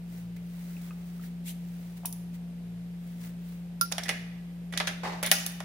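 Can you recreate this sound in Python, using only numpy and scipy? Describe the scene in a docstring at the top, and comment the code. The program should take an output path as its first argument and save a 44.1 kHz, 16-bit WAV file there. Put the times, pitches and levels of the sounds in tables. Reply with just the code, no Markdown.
"""Throughout, a workshop fan hums as a few wavering sinusoids over the filtered noise of room air.
First gloves and a sleeve rustle as swelling noise, and parts in the hand knock softly as resonant bursts.
A socket ratchet ticks, then lands on a nut of a steel frame: a noisy snap and a few damped modes.
It is worked round: bursts and ringing modes click and clack, and random slips scrape, rattle and jostle steel.
The walls answer all but the fan, by convolution with decaying noise."""
import sys
import numpy as np
from scipy import signal
from scipy.fft import rfft, irfft, next_fast_len
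from scipy.io import wavfile
from scipy.ndimage import map_coordinates

SR = 44100
rng = np.random.default_rng(int(sys.argv[2]) if len(sys.argv) > 2 else 0)


def inscribe(sig):
    """Save sig as 16-bit PCM at rate SR to the path in sys.argv[1].

    A 1-D sig is mono; a 2-D sig holds one channel per row.
    Samples are clipped to [-1, 1] before scaling.
    """
    pcm = np.round(np.clip(np.atleast_2d(sig).T, -1, 1) * 32767)
    wavfile.write(sys.argv[1], SR, pcm.astype(np.int16))


N = 248724
TOP_HZ = 15650  # upper limit of the band


def amp(db):
    """Level in decibels as an amplitude ratio."""
    return 10 ** (np.asarray(db) / 20)


def unit(x):
    """Normalisation to an rms of 1."""
    return x / np.sqrt(np.mean(x ** 2) + 1e-20)


def fade(t, t60):
    """Exponential decay, 60 dB down at t60."""
    return np.exp(-np.log(1000) * t / max(t60, 1e-4))


def along(points, hz):
    """Interpolation of (frequency_hz, value) points on a logarithmic frequency axis."""
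    point_hz, values = np.transpose(points)
    return np.interp(np.log(hz + 1), np.log(point_hz), values)


def wobble(rate, size=N):
    """Smooth random modulation: a spline through random knots, rate of them a second."""
    knots = rng.standard_normal(int(size * rate / SR) + 4)
    return map_coordinates(knots, [np.arange(size) * rate / SR])


def filtered(x, response):
    """Linear filtering: the spectrum of x times a response of frequency."""
    m = next_fast_len(N + SR // 2)
    spectrum = rfft(x, m) * response(np.fft.rfftfreq(m, 1 / SR))
    return irfft(spectrum, m)[..., :N]


def impulse(gain_db, size=1024):
    """Minimum phase: folding the cepstrum gives the causal pulse of a given spectrum."""
    cepstrum = irfft(gain_db(np.fft.rfftfreq(size, 1 / SR)) * np.log(10) / 20)
    cepstrum[1:size // 2] *= 2
    cepstrum[size // 2 + 1:] = 0
    return irfft(np.exp(rfft(cepstrum)))


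def mid_side(hz):
    """Interchannel coherence: shares of common and opposite sound at the two microphones."""
    # likeness of left and right: frequency_hz, correlation
    likeness = [(60, 0.9), (200, 1), (500, 0.8), (1200, 0.04), (4000, 0.02), (12000, 0.03)]
    turn = np.arccos(np.clip(along(likeness, hz), -1, 1)) / 2
    return np.array([np.cos(turn), np.sin(turn)])


def rush(spectrum):
    """Diffuse noise of rms 1: alike in the bass, nearly unrelated in the treble."""
    noise = rng.standard_normal((2, N))
    mid, side = filtered(noise, lambda hz: amp(along(spectrum, hz)) * mid_side(hz))
    return unit(np.array([mid + side, mid - side]))


def bell(hz, centre_hz, q):
    """A broad resonance in dB, 0 at its centre."""
    detuning = q * (hz / centre_hz - centre_hz / (hz + 1))
    return -20 * np.log10(1 + detuning ** 2)


def ringing(modes, t, scatter_db):
    """Modal superposition: damped sines, their strengths and phases differing between microphones."""
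    out = 0
    for hz, db, t60 in modes:
        level = amp(db + scatter_db * rng.standard_normal((2, 1)))
        phase = 2 * np.pi * rng.random() + rng.random((2, 1))
        out = out + level * fade(t, t60) * np.sin(2 * np.pi * hz * t + phase)
    return out


def panned(x, pan_db):
    """Interaural level difference: left exceeds right by a further pan_db."""
    return x * amp([[pan_db / 2], [-pan_db / 2]])


def add(track, s, sound):
    """Superposition: mix a sound into the track at time s."""
    part = track[:, round(s * SR):][:, :sound.shape[1]]
    part += sound[:, :part.shape[1]]


def crack(t, touch_s, rebounds_db, shared=0.033, rattle_db=2.0, rattle_rate=450, clatter_t60_s=0.08):
    """Impact noise: a hard strike, then uneven rebounds of loose steel; energy of 10 ms at rms 1."""
    share = np.clip(shared, 0, 1)  # part of the noise power that both microphones have in common
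    noise = np.sqrt(share) * rng.standard_normal(len(t))
    noise = noise + np.sqrt(1 - share) * rng.standard_normal((2, len(t)))

    def level(x):
        return x / np.linalg.norm(x, axis=1, keepdims=True)

    u = t / touch_s
    strike = level(noise * u * np.exp(-u))
    onset = 1 - np.exp(-(u / 2) ** 2)
    unevenness = amp(rattle_db * wobble(rattle_rate, size=len(t)))
    rebounds = level(noise * onset * unevenness * fade(t, clatter_t60_s))
    return level(strike + amp(rebounds_db) * rebounds) * np.sqrt(SR / 100)


def struck(burst, gain_db):
    """Source and filter: a burst given a colour that leaves its energy unchanged."""
    sound = signal.fftconvolve(burst, impulse(gain_db)[None], axes=1)[:, :burst.shape[1]]
    return sound * np.linalg.norm(burst) / np.linalg.norm(sound)


def grains(rate, centre_hz, spread, cycles, size_db, size=N):
    """Granular friction: a shower of tiny knocks at rms 1, each with its own pitch and strength."""
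    rows = rng.standard_normal((int(rate * size / SR), 4))
    start = rng.integers(size, size=len(rows))
    hz = np.minimum(centre_hz * 2 ** (spread * rows[:, :1]), TOP_HZ)  # spread in octaves
    age = np.arange(SR // 100)  # samples since the knock
    turns = hz * age / SR
    strength = amp(size_db * np.tanh(rows[:, 1:2]))
    fading = strength * np.exp(-turns / cycles) * (1 - np.exp(-2 * turns))
    at = (start[:, None] + age).ravel()
    channels = []
    for phase in rows[:, 2:].T:
        knock = fading * np.sin(2 * np.pi * turns + phase[:, None])
        channels.append(np.bincount(at, knock.ravel(), size)[:size])
    return unit(np.array(channels))


def strokes(rows):
    """Gain of soft rubs: each swells and ebbs with the speed of the hand."""
    t = np.arange(N) / SR
    return sum(amp(db) * np.exp(-2 * ((t - s) / length) ** 2) for s, length, db in rows)


def slides(rows, attack_s, release_t60):
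    """Gain of sliding friction: steel breaks loose quickly, holds and comes to rest."""
    t = np.arange(N) / SR
    gain = 0
    for s, hold, db in rows:
        rise = np.clip((t - s) / attack_s, 0, 1)
        rest = fade(np.maximum(t - s - hold, 0), release_t60)
        gain = gain + amp(db) * rise * rest
    return gain


def workshop(x, build_s=0.00087, near_db=4, near_t60=0.42, echo_grain_db=3, echo_rate=260):
    """Reverberation: strong returns from nearby steel, then a tail whose treble dies first."""
    # decay of the tail: frequency_hz, t60_s
    walls = [(200, 1), (700, 0.98), (2200, 1), (5000, 0.85), (10000, 0.59), (15000, 0.6)]
    hz, t, z = signal.stft(rng.standard_normal((2, SR * 3 // 4)), SR, nperseg=256)
    decay = np.array([fade(t, t60) for t60 in along(walls, hz)])
    mid, side = signal.istft(z * decay * mid_side(hz)[..., None], SR, nperseg=256)[1]
    t = np.arange(len(mid)) / SR
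    tail = np.array([mid + side, mid - side])
    tail *= 1 - np.exp(-(t / build_s) ** 2)
    tail *= 1 + amp(near_db) * fade(t, near_t60)
    # early returns are the most uneven
    tail *= amp(echo_grain_db * wobble(echo_rate, size=len(t)) * fade(t, 0.4))
    return signal.fftconvolve(x, tail / np.linalg.norm(tail[0]), axes=1)


def fan(air_db=-55, pan_db=1.17, waver_rate=4, drift=0.24):
    """Periodic forcing: a three-bladed fan and mains hum give steady lines over the rush of room air."""
    # fan shaft, blade and mains lines: frequency_hz, level_db (rms), waver_db, left_lead_rad
    lines = [(59.4, -58.5, -1, 0.18), (117.7, -67, 8, 0.18), (173.8, -39.5, 0.85, 0.17), (236, -68, 7, .3)]
    # room air: frequency_hz, relative_density_db (per Hz)
    air_tone = [(20, -46), (35, -6.5), (55, -28), (80, -6.5), (140, -2), (200, -2.5), (300, -7.5),
                (450, -9.5), (750, -13.5), (1100, -20.5), (2500, -20), (7000, -30.5), (14000, -29),
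                (16000, -39)]
    t = np.arange(N) / SR
    hum = np.zeros((2, N))
    for hz, db, waver_db, lead in lines:
        # a line that wavers in level also wanders in phase
        phase = 2 * np.pi * hz * t + drift * waver_db * wobble(waver_rate)
        level = np.sqrt(2) * amp(db + waver_db * wobble(waver_rate))
        hum += level * np.sin(phase + [[lead / 2], [-lead / 2]])
    return panned(hum, pan_db) + amp(air_db) * rush(air_tone)


def cloth(grain_db=1.5, grain_rate=250, room_db=-9):
    """Dry friction: knitted gloves and a sleeve rub as noise in fine, uneven grains."""
    # glove strokes, and one quick swish of the sleeve among them: middle_s, length_s, level_db
    glove_strokes = [(.16, 0.11, -51), (.367, 0.0076, -49.5), (.67, 0.29, -50), (.86, 0.073, -53.5),
                     (1.12, 0.25, -55), (1.25, 0.044, -49), (1.82, 0.35, -54.5), (1.975, 0.016, -52),
                     (2.35, 0.021, -48.5), (3.1, 0.12, -55.5), (3.25, 0.071, -46), (3.5, 0.13, -53)]
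    sleeve_strokes = [(1.49, 0.041, -40)]
    # colour of glove and sleeve: frequency_hz, relative_density_db (per Hz)
    glove_tone = [(470, -33), (800, -9.5), (2210, -4), (2500, -9), (3340, -8.5), (7360, -11),
                  (14100, -10.5), (16000, 0)]
    sleeve_tone = [(590, -52), (1200, -19), (2000, -1), (3980, -2), (4900, -8), (6400, -3), (14100, -1),
                   (16000, -5.5)]
    rub = strokes(glove_strokes) * rush(glove_tone) + strokes(sleeve_strokes) * rush(sleeve_tone)
    rub *= unit(amp(grain_db * wobble(grain_rate)))
    return rub + amp(room_db) * workshop(rub)[:, :N]


def knocks(touch_s=0.00041, rebounds_db=-3, room_db=-8):
    """Resonant filtering of impacts: parts shift in the hand, some dull, some hollow and pitched."""
    # light knocks of the parts in hand: start_s, resonance_hz, q, level_db
    light_knocks = [(0.365, 2120, 2.1, -56.5), (0.767, 2540, 6, -54.5), (0.907, 1220, 3.7, -51.5),
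                    (0.908, 2490, 7, -55), (1.195, 1320, 3.3, -57), (1.235, 1700, 4.4, -57.5),
                    (2.034, 616, 2.5, -51), (2.049, 860, 1.6, -42), (2.053, 2760, 3.8, -48)]
    out, t = np.zeros((2, N)), np.arange(SR // 4) / SR
    for s, centre_hz, q, db in light_knocks:
        burst = crack(t, touch_s, rebounds_db, shared=0.83)
        knock = struck(burst, lambda hz: bell(hz, centre_hz, q))
        add(out, s, amp(db) * (knock + amp(room_db) * workshop(knock)[:, :len(t)]))
    return out


def scuff(attack_s=0.004, release_t60=0.31, slip_db=-7.5, slip_rate=480, slip_hz=1250, spread=0.58,
          cycles=1.4, size_db=5, room_db=-7, pan_db=-1.0):
    """Stick and slip: the frame shifts in a dull scrape of uneven slips, each at its own pitch."""
    # jerks of the frame under the hand: start_s, hold_s, level_db
    jerks = [(5.031, 0.012, -34.5), (5.048, 0.006, -41), (5.071, 0.0096, -45), (5.12, 0.012, -44.5),
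             (5.172, 0.012, -55)]
    # colour of the scrape: frequency_hz, relative_density_db (per Hz)
    scrape_tone = [(150, -15), (260, -11.5), (450, -9.5), (580, -1.5), (780, 1.5), (1200, -5.5),
                   (1520, -12.5), (1990, -5.5), (2750, -14), (4570, -16.5), (15000, -36.5)]
    slips = grains(slip_rate, slip_hz, spread, cycles, size_db)
    scrape = slides(jerks, attack_s, release_t60) * unit(rush(scrape_tone) + amp(slip_db) * slips)
    return panned(scrape, pan_db) + amp(room_db) * workshop(scrape)[:, :N]


def rattle(attack_s=0.008, release_t60=0.3, tick_rate=600, spread=0.22, cycles=8, size_db=7, room_db=-6):
    """Repeated impact: the loose socket chatters in dense, uneven ticks of scattered pitch."""
    # the loose socket shakes in its play: start_s, hold_s, level_db, centre_hz
    shakes = [(4.097, 0.019, -42, 2096), (5.243, 0.012, -47, 3580), (5.326, 0.069, -40, 5850)]
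    out, t = np.zeros((2, N)), np.arange(SR // 2) / SR
    for s, hold, db, centre_hz in shakes:
        rise = np.minimum(t / attack_s, 1)
        shaking = amp(db) * rise * fade(np.maximum(t - hold, 0), release_t60)
        ticks = shaking * grains(tick_rate, centre_hz, spread, cycles, size_db, size=len(t))
        add(out, s, ticks)
        add(out, s, amp(room_db) * workshop(ticks))
    return out


def steel_scrapes(attack_s=0.0015, release_t60=0.25, slip_rate=170, slip_spread_db=4, hiss_db=-7,
                  room_db=-7, pan_db=-2):
    """Excitation of resonances: uneven slips of steel make the frame chatter, over a dry hiss."""
    # scrapes of steel, one leaving a faint chatter near 2 kHz: start_s, hold_s, level_db
    scrape_times = [(3.985, 0.095, -48.5), (4.082, 0.014, -38), (4.13, 0.083, -60.5), (4.738, 0.014, -39.5),
                    (4.803, 0.014, -48), (4.875, 0.026, -41.5), (5.228, 0.025, -39.5)]
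    # colour of the hiss: frequency_hz, relative_density_db (per Hz)
    hiss_tone = [(200, -1.5), (650, -10), (1000, -16), (1450, -13), (2000, -27), (2600, -17), (3400, -26),
                 (4400, -10), (7000, -15), (11000, -35), (16000, -42)]
    # resonances that the slips excite: frequency_hz, width_hz, relative_level_db
    resonances = [(622, 56, 1.5), (1716, 60, 4.5), (2060, 44, 5.5), (2120, 62, 3), (2330, 140, 1),
                  (2830, 190, -5.5), (3860, 210, -28)]
    slips = (rng.random(N) < slip_rate / SR) * amp(slip_spread_db * rng.standard_normal((2, N)))

    def body(f):
        response = 0
        for k, (hz, width, db) in enumerate(resonances):
            damping = 1j * f * width
            response = response + (-1) ** k * amp(db) * damping / (hz ** 2 - f ** 2 + damping)
        return response

    chatter = unit(filtered(slips, body))
    scrape = slides(scrape_times, attack_s, release_t60) * unit(chatter + amp(hiss_db) * rush(hiss_tone))
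    return panned(scrape, pan_db) + amp(room_db) * workshop(scrape)[:, :N]


def seating(room_db=-33, lag_s=0.000224, grate_db=-25, grate_pan_db=-9, grate_room_db=-9, rebounds_db=-4,
            grip_s=0.06, snap_s=0.00032):
    """Damped free vibration: the ratchet lands with a grating snap and clinks until the glove stills it."""
    # the tool drops onto the nut: start_s, clink_level_db
    landing = (3.8117, -23)
    # the ratchet's modes as it lands: frequency_hz, relative_level_db, t60_s, pan_db (left over right)
    ratchet_modes = [(1100, -8, 0.045, -9), (1382, 2.5, 0.14, -10), (4200, 6, 0.005, -16),
                     (5170, 12, 0.005, -14), (10950, 11, 0.005, -9), (14595, -2, 0.11, 9)]
    # the grating snap: frequency_hz, relative_gain_db
    grate_tone = [(200, -25), (2500, -15.5), (3800, -9), (5200, -1), (6500, -8.5), (8000, -22),
                  (9600, -6.5), (11000, 0.5), (12500, -22), (15000, -15.5)]
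    out, t = np.zeros((2, N)), np.arange(SR // 4) / SR
    s, db = landing
    heard = np.maximum(t - np.array([[lag_s], [0]]), 0)  # the left microphone is the farther one
    clink = 0
    for hz, mode_db, t60, pan_db in ratchet_modes:
        envelope = (1 - np.exp(-hz * heard)) * fade(heard, t60)
        mode = amp(db + mode_db) * envelope * np.sin(2 * np.pi * hz * heard)
        clink = clink + panned(mode, pan_db)
    clink *= np.exp(-(t / grip_s) ** 4)  # the gloved hand presses it still
    grate = amp(grate_db) * struck(crack(t, snap_s, rebounds_db), lambda hz: along(grate_tone, hz))
    add(out, s, clink + panned(grate, grate_pan_db))
    add(out, s, workshop(amp(room_db) * clink + amp(grate_room_db) * grate))
    return out


def contacts(socket_db=-15.0, frame_pan_db=-2, tick_room_db=-8, frame_room_db=-6, frame_slower=1.57,
             ring_q=1.0, tick_q=0.7, clack_q=0.73):
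    """Modal excitation: each contact ticks in the tool and clacks in the frame, its colour weighting the modes."""
    # steel contacts: start_s, tick_db, tick_centre_hz, tick_pan_db (left over right),
    # clack_db, clack_centre_hz, frame_ring_db (relative), rebounds_db (relative), tool_touch_s
    hits = [(2.0556, -29, 13800, 2, -59, 2800, 2, 7, 0.00072),
            (2.058, -32.5, 13800, -2, -67, 2800, -6, -11, 0.00052),
            (2.126, -37, 13000, 0, -72, 2800, -6, -4, 0.00079),
            (3.915, -40, 9200, 5, -38, 1320, -10, 14, 0.0012),
            (3.9226, -32.5, 5100, -11.5, -40.5, 1580, -14, -13, 0.0005),
            (3.926, -40, 4750, -15, -53, 1980, -12, -13, 0.00035),
            (3.9812, -33.5, 5370, -2, -31.5, 1950, -9, -3, 0.00072),
            (4.0349, -37, 5830, -4.5, -59, 2000, -8, -1, .0007),
            (4.055, -49, 9000, 2, -45.5, 2000, 6, 16, 0.0012),
            (4.083, -41, 6000, 2, -42.5, 2200, -4, 1, 0.00062),
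            (4.0909, -30, 6800, -2, -27, 2300, -3, 0.5, 0.0008),
            (4.724, -47, 8000, -4, -46.5, 2000, 7, 16, 0.00069),
            (4.7365, -47, 3000, 4, -39, 2020, -9, -1, 0.00044),
            (4.7749, -28, 5480, -2, -31, 3200, -2, -2, 0.00041),
            (4.8007, -32, 3300, -4, -27.5, 1610, -1, 3, 0.00038),
            (4.8048, -43, 3300, -5, -32, 1460, -16, -5, 0.00047),
            (4.871, -31.5, 5100, 0, -31.5, 2020, -11, 5, 0.00094),
            (4.875, -37, 6700, 2, -30.5, 2340, -7, 9, 0.00058),
            (5.2279, -32.5, 10400, -5, -31.5, 1480, -9, 0, 0.00079),
            (5.2337, -32, 9500, 2, -36, 2420, -7, 1, 0.00032),
            (5.243, -46, 3500, 2, -39, 3600, 6, 7, .0006),
            (5.254, -40, 3500, 2, -38.5, 3620, 2, -1, 0.0011),
            (5.2614, -28.5, 9900, 0, -43, 2400, 0, 4, 0.00066),
            (5.268, -40, 9900, -1, -32, 2400, -11, 2, 0.00095),
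            (5.3144, -17.5, 10500, -3, -28.5, 2770, -11, -1, 0.00025),
            (5.3151, -20.5, 5600, 4.5, -21, 2960, -5, -10, 0.00051),
            (5.317, -21, 10200, 1, -27.5, 1730, -0.5, 0, 0.0015),
            (5.4636, -28.5, 10200, -1, -44.5, 1980, 2, -3, 0.00054),
            (5.603, -44, 6730, -1, -38, 1460, -2, -5, 0.00095)]
    # colour shared by all contacts, and the clack's on top of it: frequency_hz, relative_gain_db
    steel_tone = [(100, -4), (450, 3), (700, 5), (1050, -6.5), (1480, -3.5), (2000, -3), (2600, -4),
                  (3550, 3), (4200, -2), (4900, -0.5), (5450, -5.5), (6100, -1.5), (7600, -11), (11000, 0),
                  (12800, -11), (15500, -4)]
    clack_tone = [(200, 14.5), (600, 5), (1200, 3.5), (2200, 0), (3500, -4), (5500, -11.5), (11000, -22.5)]
    # modes of the socket, and of the frame rung through the nut: frequency_hz, relative_level_db, t60_s
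    socket_modes = [(5350, 11, 0.016), (5480, 6, 0.096), (9290, -8, 0.14), (10030, 4, .05),
                    (10780, 5, .035), (11030, 8, 0.035), (11250, 5, .035), (14620, -10, .14)]
    frame_modes = [(614, -2, 0.14), (790, -4.5, 0.085), (1254, -10, .04), (1760, -7, 0.08),
                   (1942, -2.5, 0.1), (2198, -8, 0.11), (2438, -13, .09), (2530, -11, 0.1), (2940, -11, .1),
                   (3325, -12, 0.09), (3545, -11, 0.08)]
    # the bass leans right, the highest treble left: frequency_hz, left_over_right_db
    lean = [(500, -1.5), (1200, 0), (8500, -2.5), (12000, 1.5)]
    out, t = np.zeros((2, N)), np.arange(SR // 4) / SR
    for s, tick_db, tick_hz, pan_db, clack_db, clack_hz, ring_db, rebounds_db, touch_s in hits:
        attack = 1 - np.exp(-(t / touch_s) ** 2)
        tick = struck(crack(t, touch_s, rebounds_db),
                      lambda hz: bell(hz, tick_hz, tick_q) + along(steel_tone, hz))
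        modes = [(hz, db + socket_db + bell(hz, tick_hz, ring_q), t60) for hz, db, t60 in socket_modes]
        tick = amp(tick_db) * (tick + attack * ringing(modes, t, scatter_db=2))

        # the heavier frame yields more slowly
        burst = crack(t, frame_slower * touch_s, rebounds_db, shared=0.42)
        clack = struck(burst, lambda hz: bell(hz, clack_hz, clack_q) + along(clack_tone, hz)
                       + along(steel_tone, hz))
        modes = [(hz, db + ring_db + bell(hz, clack_hz, ring_q) / 2, t60) for hz, db, t60 in frame_modes]
        clack = amp(clack_db) * (clack + attack * ringing(modes, t, scatter_db=3))

        add(out, s, panned(tick, pan_db) + panned(clack, frame_pan_db))
        add(out, s, workshop(amp(tick_room_db) * tick + amp(frame_room_db) * clack))
    return filtered(out, lambda hz: amp(along(lean, hz) * [[.5], [-.5]]))


def scene():
    """Superposition of the fan, the cloth and all the steel."""
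    return fan() + cloth() + knocks() + scuff() + steel_scrapes() + seating() + contacts() + rattle()


def record(dry):
    """Band limitation: a very steep low-pass at TOP_HZ."""
    return filtered(dry, lambda hz: 1 / np.sqrt(1 + (hz / TOP_HZ) ** 120))


dry = scene()
out = record(dry)
inscribe(out)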